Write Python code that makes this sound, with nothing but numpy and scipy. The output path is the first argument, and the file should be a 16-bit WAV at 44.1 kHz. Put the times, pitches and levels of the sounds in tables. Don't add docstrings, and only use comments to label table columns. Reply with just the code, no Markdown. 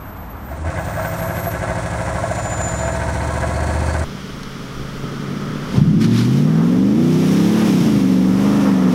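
import sys
import numpy as np
from scipy import signal
from scipy.fft import rfft, irfft
from scipy.io import wavfile
from scipy.ndimage import uniform_filter1d

SR = 44100
rng = np.random.default_rng(int(sys.argv[2]) if len(sys.argv) > 2 else 0)


def transcribe(u):
    v = np.clip(np.atleast_2d(u).T, -1, 1)
    q = np.round(v * 32767).astype(np.int16)
    wavfile.write(sys.argv[1], SR, q)


N = 394254
T = np.arange(N) / SR


# (time [s], speed [cycles/s])
DIESEL_CYCLE_RATE = [(0, 6.7), (.35, 6.8), (.5, 8.6), (.65, 10.3), (.85, 11.3), (1.18, 12.1), (1.9, 13.03),
                     (2.62, 14), (3.34, 14.82), (4.02, 15.65)]
# (time [s], throttle opening [0-1])
DIESEL_THROTTLE = [(.38, .03), (.42, .3), (.5, .35), (.52, .72), (.59, .72), (.605, .5), (.638, .5),
                   (.652, 1)]

def diesel():
    (speed,), (throttle,) = curves(DIESEL_CYCLE_RATE), curves(DIESEL_THROTTLE)
    cycles = np.cumsum(speed) / SR + .002 * wander(30)
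    drone = undb(np.interp(throttle, [0, 1], [-10.5, .3])) * diesel_exhaust(cycles, speed)
    hiss = air_hiss(cycles, speed, throttle)
    clatter = cylinder_clatter(cycles)
    knock = undb(np.interp(throttle ** 2, [0, 1], [-42.5, -26.5])) * clatter
    buzz = panel_buzz(clatter, speed)
    return drone + knock + buzz + hiss + intake_whistle(cycles, speed) + heavy_knocks()


# (pitch [times the cycle rate], level when slow [dB], level when fast [dB])
DIESEL_HARMONICS = [(5, -4.5, 10.0), (6, -6.5, -18.0), (7, -6.0, -1.0), (8, -5.5, -1.0), (9, -2.0, -5.0),
                    (10, -18.5, -3.0), (11, -5.5, -2.0), (12, -11.5, 10.0), (13, 1.5, 2.0), (14, 3.0, 11.0),
                    (16, 4.5, 4.0), (17, -1.0, 6.0), (18, 2.5, -10.0), (19, -6.0, 0.5), (20, -14.0, 2.5),
                    (21, -3.0, 9.0), (23, -9.5, 11.0), (24, 4.0, 3.0), (25, -4.0, 6.0), (26, -9.5, 10.0),
                    (27, -9.5, 5.0), (29, 8.0, 5.0), (30, 7.0, -7.5), (32, -5.0, 6.0), (33, -0.5, 8.5),
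                    (34, -11.0, 0.0), (35, -7.5, 12.0), (37, -11.0, 4.5), (40, 3.0, 4.0), (42, -2.0, 0.0),
                    (45, 6.0, -4.0), (48, 4.0, -6.0)]
# (frequency [Hz], gain [dB])
DIESEL_PIPE_SHAPE = [(55, -40.0), (68, -35.0), (78, -31.0), (92, -30.0), (108, -29.0), (135, -30.0),
                     (150, -41.5), (170, -34.0), (195, -54.5), (225, -50.0), (255, -47.0), (285, -46.5),
                     (320, -44.5), (345, -60.5), (370, -45.0), (400, -55.5), (450, -57.5), (500, -48.5),
                     (545, -49.0), (590, -49.5), (660, -43.5)]
# (frequency [Hz], relative level [dB])
DIESEL_BURBLE_SHAPE = [(25, -48), (45, -14), (72, 10.5), (110, -1.5), (190, -13), (300, -7), (500, -25),
                       (1000, -66), (5000, -101)]

def diesel_exhaust(cycles, speed):
    tone = exhaust_tone(cycles, speed, DIESEL_HARMONICS, DIESEL_PIPE_SHAPE,
                        at_speeds=[12, 15.3], scatter=.5, waver_db=.7)
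    regularity = np.interp(speed, [6.8, 8, 9.8, 11], [0, 1.8, 1.8, .3])
    burble = exhaust_burble(cycles, DIESEL_BURBLE_SHAPE, regularity)
    tone_db = np.interp(speed, [9.5, 11.3], [-14, 0])
    burble_db = np.interp(speed, [8.6, 10.5, 11.8], [-27, -24, -44])
    return undb(tone_db) * tone + undb(burble_db) * burble


# (pitch [Hz], width [Hz], gain [dB])
BLOCK_NOTES = [(535, 22, 0), (655, 30, 3), (712, 25, 1), (812, 22, 4), (915, 24, 2), (985, 20, 0),
               (1078, 35, 2), (1340, 40, -3), (1520, 50, -4), (1605, 40, -3), (1685, 40, -3),
               (1880, 40, -5), (2020, 45, -2), (2160, 50, -3)]
# (frequency [Hz], relative level [dB])
BLOCK_SHAPE = [(200, -20), (330, -7), (430, -25), (520, -4), (690, -2.5), (770, -8.5), (950, -11),
               (1200, -9), (1680, -8), (1775, -16), (1880, -11.5), (2120, -15), (2500, -20), (4000, -32.5),
               (8000, -54)]

def cylinder_clatter(cycles, ring_s=.022, strike_s=.0025):
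    fired, age, strikes = firings(cycles), T[:SR // 10], 0
    fade = np.exp(-age / ring_s) + undb(-1.5) * np.exp(-age / strike_s)
    for cylinder in range(8):
        strike = rng.standard_normal(len(age)) * fade
        hits = uneven_clicks(fired[cylinder::8], spread_db=2)
        strikes += signal.oaconvolve(hits, strike)[:N]
    blows = unit(strikes) + undb(-15) * noise()
    lope = np.cos(2 * np.pi * (cycles - .46))
    thuds = blows * undb(lope - 5.5)
    drive = blows * undb(3 * lope + 1.3 * wander(30))
    rings = sum(undb(db) * resonance(drive * undb(1.5 * wander(12)), hz, width)
                for hz, width, db in BLOCK_NOTES)
    hardest = uneven_clicks(firings(cycles - .49, per_cycle=1), spread_db=2.5)
    hardest_ring = unit(resonance(hardest, hz=665, width_hz=40))
    return colour(thuds + rings, BLOCK_SHAPE) + undb(-9) * hardest_ring


# (time [s], strength [dB])
CLONKS = [(.513, -20.5), (.648, -16.5), (.975, -14), (1.224, -21), (1.305, -16), (1.468, -11), (1.545, -20),
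          (1.938, -18), (2.238, -14), (2.311, -12), (2.604, -17), (2.668, -18), (2.886, -12), (3.431, -25),
          (3.626, -15), (3.693, -19)]

def heavy_knocks(hz=670):
    return sum(undb(db) * ping(time, hz * (1 + .015 * rng.standard_normal()), rise_s=.0009, ring_s=.011)
               for time, db in CLONKS)


# (time [s], speed [cycles/s])
V8_CYCLE_RATE = [(4.06, 18), (4.7, 16.6), (5.66, 18.6), (5.73, 12.3), (5.92, 12.9), (6.05, 14.04),
                 (6.14, 14.65), (6.25, 14.85), (6.36, 17.54), (6.47, 19.42), (6.6, 20.32), (6.76, 23.11),
                 (6.89, 25.19), (7.0, 29.45), (7.1, 31.36), (7.19, 32.18), (7.3, 32.35), (7.4, 34.01),
                 (7.5, 36.03), (7.64, 36.66), (7.74, 32.36), (7.84, 27.67), (7.95, 25.56), (8.08, 23.65),
                 (8.2, 23.4), (8.33, 23.78), (8.45, 25.21), (8.58, 25.8), (8.75, 24.07), (8.94, 22.45)]
# (time [s], level [dB])
V8_LOUDNESS = [(4.1, -29), (4.55, -32.5), (5.42, -22.5), (5.67, -26), (5.77, -18), (6.02, -9.5), (8.9, -10)]
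# (time [s], divisor [10 = unchanged])
V8_BAY_SOFTNESS = [(4.05, 28), (5.7, 15.2), (7, 24.6), (8.9, 7.5)]

def v8(catch_s=5.75, settle_s=.16):
    (speed,), (exhaust_db,) = curves(V8_CYCLE_RATE), curves(V8_LOUDNESS)
    (softness,) = curves(V8_BAY_SOFTNESS)
    near = np.interp(T, [5.6, 6.7], [0, 1])
    slowing = np.clip(-acceleration(speed, SR // 10) / 40, 0, 1)
    cycles = np.cumsum(speed * (1 + (.007 + .008 * slowing) * wander(60))) / SR
    lumpy = np.exp(-np.maximum(T - catch_s, 0) / settle_s)
    roughness = undb(-16.5 + np.maximum(15 * lumpy, 7 * slowing))
    roar = v8_roar(cycles, speed)
    exhaust = undb(exhaust_db) * (roar + roughness * v8_burble(cycles)) / np.hypot(1, roughness)
    bay = engine_bay(cycles, speed, near) * 10 / softness
    rasp = undb(-39) * near * narrow_ring(roar, hz=437, width_hz=57) * (10 / softness) ** 2
    return exhaust + bay + rasp


# (pitch [times the cycle rate], level when slow [dB], at middle speed [dB], when fast [dB])
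V8_HARMONICS = [(2, 1.0, -4.5, 10.5), (3, 9.5, 16.0, 6.0), (4, -13.5, -8.5, -8.0), (5, 9.0, 3.0, 5.0),
                (6, -11.5, -5.0, 6.5), (7, -16.5, -9.5, -3.5), (8, 16.5, 6.0, 7.5), (9, -12.5, -10.5, 12.0),
                (10, -6.5, -2.0, 2.0), (11, 0.5, 12.0, 9.0), (12, -12.5, -6.5, -5.0), (13, 1.5, 9.5, 8.0),
                (14, -9.0, -3.0, 2.5), (15, -10.0, -7.5, 2.0), (16, 6.5, 5.0, -2.0), (17, -12.0, 1.0, 0.0),
                (18, -2.5, 0.0, -4.5), (19, 3.0, 6.5, -1.0), (21, 4.0, 2.0, 1.0), (22, -1.0, 4.0, 0.5),
                (24, 6.0, 1.0, 4.5), (27, 6.0, 2.0, 0.0)]
# (frequency [Hz], relative gain [dB])
V8_PIPE_SHAPE = [(25, -72), (45, -61.5), (70, -54.0), (110, -37.5), (150, -27.0), (190, -22.5),
                 (230, -25.0), (265, -29.0), (310, -35.5), (360, -37.5), (410, -42.0), (470, -41.0),
                 (540, -46.0), (700, -56.5), (3000, -95)]
# (speed [cycles/s], evenness [0-1])
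ROAR_EVENNESS = [(26, .35), (32, 0)]

def v8_roar(cycles, speed):
    tone = unit(exhaust_tone(cycles, speed, V8_HARMONICS, V8_PIPE_SHAPE, at_speeds=[15, 23.5, 34],
                             scatter=.1, waver_db=1.7, lag=.09, drift=.028))
    quick_power = uniform_filter1d(uniform_filter1d(tone ** 2, SR // 60), SR // 110)
    slow_power = uniform_filter1d(quick_power, SR // 6)
    evenness = np.interp(speed, *np.transpose(ROAR_EVENNESS))
    tone /= np.sqrt(evenness * quick_power + (1 - evenness) * slow_power)
    return tone * undb(.7 * wander(70))


# (frequency [Hz], relative level [dB])
V8_BURBLE_SHAPE = [(25, -53), (55, -40), (88, -12), (125, 0), (200, -1.5), (260, -3.5), (320, -10.5),
                   (410, -9), (500, -21), (700, -22), (1200, -40.5), (3000, -63)]

def v8_burble(cycles):
    return exhaust_burble(cycles, V8_BURBLE_SHAPE, regularity=np.zeros(N))


def exhaust_tone(cycles, speed, harmonics, pipe, at_speeds, scatter, waver_db, lag=0, drift=0):
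    pipe_hz, pipe_db = np.transpose(pipe)
    tone = 0
    for multiple, *levels in harmonics:
        pipe_gain_db = np.interp(np.log(multiple * speed), np.log(pipe_hz), pipe_db)
        db = np.interp(speed, at_speeds, levels) + pipe_gain_db + waver_db * wander(7)
        phase = multiple * (cycles - .4) + lag * multiple ** 2
        phase = phase + scatter * rng.random() + drift * wander(11)
        tone += undb(db) * np.sin(2 * np.pi * phase)
    return np.sqrt(2) * tone


def exhaust_burble(cycles, shape, regularity):
    fired = firings(cycles)
    sizes = (regularity[fired] + rng.standard_normal(len(fired))) / np.hypot(1, regularity[fired])
    return colour(np.bincount(fired, sizes, N), shape)


# (time [s], strength [dB], pipe pitch [Hz])
BOOMS = [(5.755, -6, 150), (5.778, 1.5, 134), (5.814, 2, 148), (5.84, -6, 155), (5.875, 2, 158),
         (5.906, -4, 152), (5.952, -2, 168), (6.02, -6, 199), (6.045, 0, 176)]
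# (frequency [Hz], relative level [dB])
PUFF_SHAPE = [(100, -22), (400, -2), (520, -11), (700, -12.5), (1200, -20), (4000, -59)]

def barks():
    booms = sum(undb(db) * ping(time, hz, rise_s=.0017, ring_s=.013) for time, db, hz in BOOMS)
    return booms + swells([(5.775, -26, .038)]) * colour(noise(), PUFF_SHAPE)


# (frequency [Hz], relative level [dB])
BAY_FAR_SHAPE = [(190, -21.5), (330, -11), (363, -13.5), (410, 2.5), (495, -9), (535, -4), (724, -16),
                 (1030, -10.5), (1270, -3), (1750, -14.5), (2600, -23.5), (3380, -70), (5720, -120)]
BAY_NEAR_SHAPE = [(310, -30.5), (520, 3), (574, -5), (1360, -8), (1500, -17.5), (1770, -13), (2800, -27.5),
                  (3640, -81), (6160, -120)]

def engine_bay(cycles, speed, near, lag_s=.19):
    puffs = unit(undb(1.9 * np.cos(2 * np.pi * 8 * cycles) + .5 * wander(40)))
    far_noise = np.sqrt(1 - near) * undb(-29) * colour(noise(), BAY_FAR_SHAPE)
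    near_noise = np.sqrt(near) * undb(-27) * colour(noise() * puffs, BAY_NEAR_SHAPE)
    late_speed_up = np.interp(T - lag_s, T, acceleration(speed, SR // 5))
    pull = np.tanh(late_speed_up / 12)
    return undb(2.5 * np.log2(speed / 20) + 2 * pull) * (far_noise + near_noise)


def panel_buzz(clatter, speed, worst_speed=14.7, spread=.55):
    buzz = narrow_ring(clatter, hz=935, width_hz=210)
    return undb(-37) * buzz / np.hypot(1, (speed - worst_speed) / spread)


# (frequency [Hz], relative level [dB])
AIR_SHAPE = [(1350, -1), (2300, -11), (2550, 3), (2920, -20), (3040, -6), (3650, -5.5), (4290, -5),
             (4900, -9), (5600, -4), (6980, -3.5), (8940, -3), (9760, -7.5), (10700, -19), (15500, -24.5)]

def air_hiss(cycles, speed, throttle, full_flow_speed=13.4):
    db = -38 - 6.5 * (1 - throttle ** 3) - 2 * np.maximum(full_flow_speed - speed, 0)
    hiss = undb(db) * colour(noise(), AIR_SHAPE)
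    return hiss * undb(np.sin(4 * np.pi * cycles) + 1.4 * wander(130))


def intake_whistle(cycles, speed, multiple=289, width_hz=520):
    breath = signal.sosfilt(signal.butter(2, width_hz / 2, fs=SR, output="sos"), noise())
    flutter_db = 1.8 * np.sin(2 * np.pi * cycles) + 1.5 * wander(25)
    tone = np.sin(2 * np.pi * multiple * np.cumsum(speed) / SR)
    db = np.interp(speed, [12.5, 14.2, 15.5], [-80, -55, -47.5])
    return undb(db) * unit(breath * undb(flutter_db) * tone)


# (start [s], loudest [s], end [s], pitch [Hz], peak level [dB], swell [dB], fade [dB])
BRAKE_SQUEALS = [(-.05, .16, .52, 12390, -46, 6, 11), (.41, .5, .58, 13670, -47, 12, 12),
                 (.78, 1.1, 1.18, 13790, -40, 14, 8), (1.16, 1.2, 1.46, 12478, -41, 6, 3),
                 (1.38, 1.47, 1.62, 12461, -32.5, 20, 34), (2.17, 2.6, 2.95, 7062, -28.5, 31, 12)]
TOP_HZ = 15700

def brakes():
    squeals = 0
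    for start, loudest, end, hz, peak_db, swell_db, fade_db in BRAKE_SQUEALS:
        off_peak = np.interp(T, [start, loudest, end], [1, 0, 1]) ** 1.2
        db = peak_db - np.where(T < loudest, swell_db, fade_db) * off_peak + 2.4 * wander(45.2)
        gate = uniform_filter1d(1. * ((T >= start) & (T < end)), SR // 100)
        phase = 2 * np.pi * np.cumsum(hz + 14 * wander(120)) / SR
        overtone = undb(-31) * np.sin(2 * phase) * (2 * hz < TOP_HZ)
        squeals += np.sqrt(2) * gate * undb(db) * (np.sin(phase) + overtone)
    return squeals


# (time [s], relative level [dB], half length [s])
SPRAY_SHEETS = [(6.32, -38, 0.19), (6.7, -42, 0.25), (7.25, -37.5, 0.29), (7.64, -31.5, 0.58),
                (8.55, -35, 0.36), (8.93, -36, 0.06)]
# (time [s], peak level [dB], rise [s], decay [s])
TYRE_SLAPS = [(4.432, -32, 0.0011, .004), (5.775, -34, 0.092, .02), (6.018, -25, 0.0094, 0.027),
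              (6.045, -25, 0.003, 0.0077), (6.19, -23.5, 0.064, 0.059), (6.372, -37, .006, .025)]
# (frequency [Hz], relative level [dB])
SPRAY_SHAPE = [(1290, -3.5), (2200, -2), (3530, -3), (4330, -8), (5540, -3.5), (7310, -12.5), (8750, -14.5),
               (10800, -14), (13900, -18), (15500, -22)]
SLAP_SHAPE = [(530, -27), (900, 8), (1800, 6.5), (2790, 4.5), (3460, 6.5), (5370, 3.5), (7770, -7.5),
              (12500, -10), (15500, -34)]

def puddle():
    drops = crackle(per_second=2500)
    spray = colour(noise() + .45 * drops, SPRAY_SHAPE) * undb(3.5 + .7 * wander(30))
    slaps = sum(undb(db) * np.exp(-np.maximum((time - T) / rise, (T - time) / decay))
                for time, db, rise, decay in TYRE_SLAPS)
    return swells(SPRAY_SHEETS) * spray + slaps * colour(noise() + .5 * drops, SLAP_SHAPE)


# (time [s], level [dB], half length [s])
MUD_SURGES = [(6.62, -31.5, 0.13), (7.65, -31, 0.33), (8.6, -32, 0.22)]
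# (frequency [Hz], relative level [dB])
MUD_SHAPE = [(300, -24), (650, -1.5), (1250, -3.5), (2000, -14), (3500, -32), (9000, -48)]

def mud():
    lumps = crackle(per_second=500)
    return swells(MUD_SURGES) * colour(noise() + .4 * lumps, MUD_SHAPE) * undb(2.8 * wander(35))


# (pitch [Hz], level [dB])
HUM_TONES = [(53.8, -39), (199, -59)]

def low_hum():
    return sum(np.sqrt(2) * undb(db + 1.4 * wander(5.6)) * np.sin(2 * np.pi * hz * T)
               for hz, db in HUM_TONES)


# (frequency [Hz], relative level [dB])
TRAFFIC_SHAPE = [(15, -16), (25, -27), (59, -8), (89, -6), (104, -19), (202, -13.5), (391, -24),
                 (907, -20.5), (1360, -23.5), (1670, -30.5), (8750, -63), (11000, -76), (14300, -101),
                 (22000, -120)]

def traffic():
    return undb(-33) * colour(noise(), TRAFFIC_SHAPE)


# (time [s], relative level [dB], half length [s])
WIND_GUSTS = [(4.05, -30, 0.06), (4.45, -39, .3), (4.8, -34, 0.075), (4.99, -30.5, 0.079),
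              (5.33, -42, 0.26), (5.8, -38, 0.39)]
# (frequency [Hz], relative level [dB])
WIND_SHAPE = [(10, 15), (25, 23), (40, -14), (60, 25), (120, -34)]

def wind():
    return swells(WIND_GUSTS) * undb(2.5) * colour(noise(), WIND_SHAPE)


# (frequency [Hz], relative level [dB])
LEAF_SHAPE = [(1290, -5.5), (2200, -2), (2590, -6.5), (2930, -2.5), (3310, -1.5), (3900, -7.5),
              (5720, -6.5), (6470, -12.5), (7930, -18.5), (8890, -18.5), (11700, -22), (15500, -26)]

def leaves():
    return undb(-39.5) * colour(noise(), LEAF_SHAPE)


def undb(db):
    return 10 ** (np.asarray(db) / 20)


def unit(x):
    return x / np.sqrt(np.mean(x ** 2))


def curves(table):
    times, *columns = np.transpose(table)
    return [np.interp(T, times, column) for column in columns]


def swells(table):
    return np.sqrt(sum(undb(db) ** 2 * np.exp(-2 * ((T - time) / half) ** 2)
                       for time, db, half in table))


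def acceleration(speed, window):
    return uniform_filter1d(np.gradient(speed) * SR, window)


def noise():
    return rng.standard_normal(N)


def crackle(per_second):
    return unit(noise() * (rng.random(N) < per_second / SR))


def wander(per_second):
    points = rng.standard_normal(4096)
    return unit(np.interp(T * per_second, np.arange(len(points)), points))


def firings(cycles, per_cycle=8):
    return np.flatnonzero(np.diff(np.floor(cycles * per_cycle)) > 0)


def uneven_clicks(samples, spread_db):
    return np.bincount(samples, undb(spread_db * rng.standard_normal(len(samples))), N)


def colour(x, shape, size=8192):
    hz, db = np.transpose(shape)
    bin_hz = np.maximum(np.arange(size // 2 + 1), 1) * SR / size
    gains = undb(np.interp(np.log(bin_hz), np.log(hz), db))
    cepstrum = irfft(np.log(gains))
    cepstrum[1:size // 2] *= 2
    cepstrum[size // 2 + 1:] = 0
    click_response = irfft(np.exp(rfft(cepstrum)))
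    return unit(signal.oaconvolve(x, click_response)[:N])


def resonance(x, hz, width_hz):
    return signal.lfilter(*signal.iirpeak(hz, hz / width_hz, fs=SR), x)


def narrow_ring(x, hz, width_hz):
    return unit(resonance(resonance(x, hz, width_hz), hz, width_hz))


def ping(start, hz, rise_s, ring_s):
    age = np.maximum(T - start, 0)
    return (1 - np.exp(-age / rise_s)) ** 2 * np.exp(-age / ring_s) * np.sin(2 * np.pi * hz * age)


def scene(switch_s=4.042, fade_s=.0046):
    forecourt = diesel() + brakes() + low_hum() + traffic()
    forest = v8() + barks() + puddle() + mud() + wind() + leaves()
    in_forest = np.clip((T - switch_s) / fade_s + .5, 0, 1)
    return ((1 - in_forest) * forecourt + in_forest * forest)[None]


def record(dry, hold_db=-13, response_s=.077):
    memory = np.exp(-1 / (response_s * SR))
    power = signal.lfilter([1 - memory], [1, -memory], dry ** 2)
    held = dry / np.maximum(np.sqrt(power) / undb(hold_db), 1)
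    treble_cut = signal.ellip(10, .1, 80, TOP_HZ, fs=SR, output="sos")
    return signal.sosfilt(treble_cut, np.clip(held, -1, 1))


dry = scene()
out = record(dry)
transcribe(out)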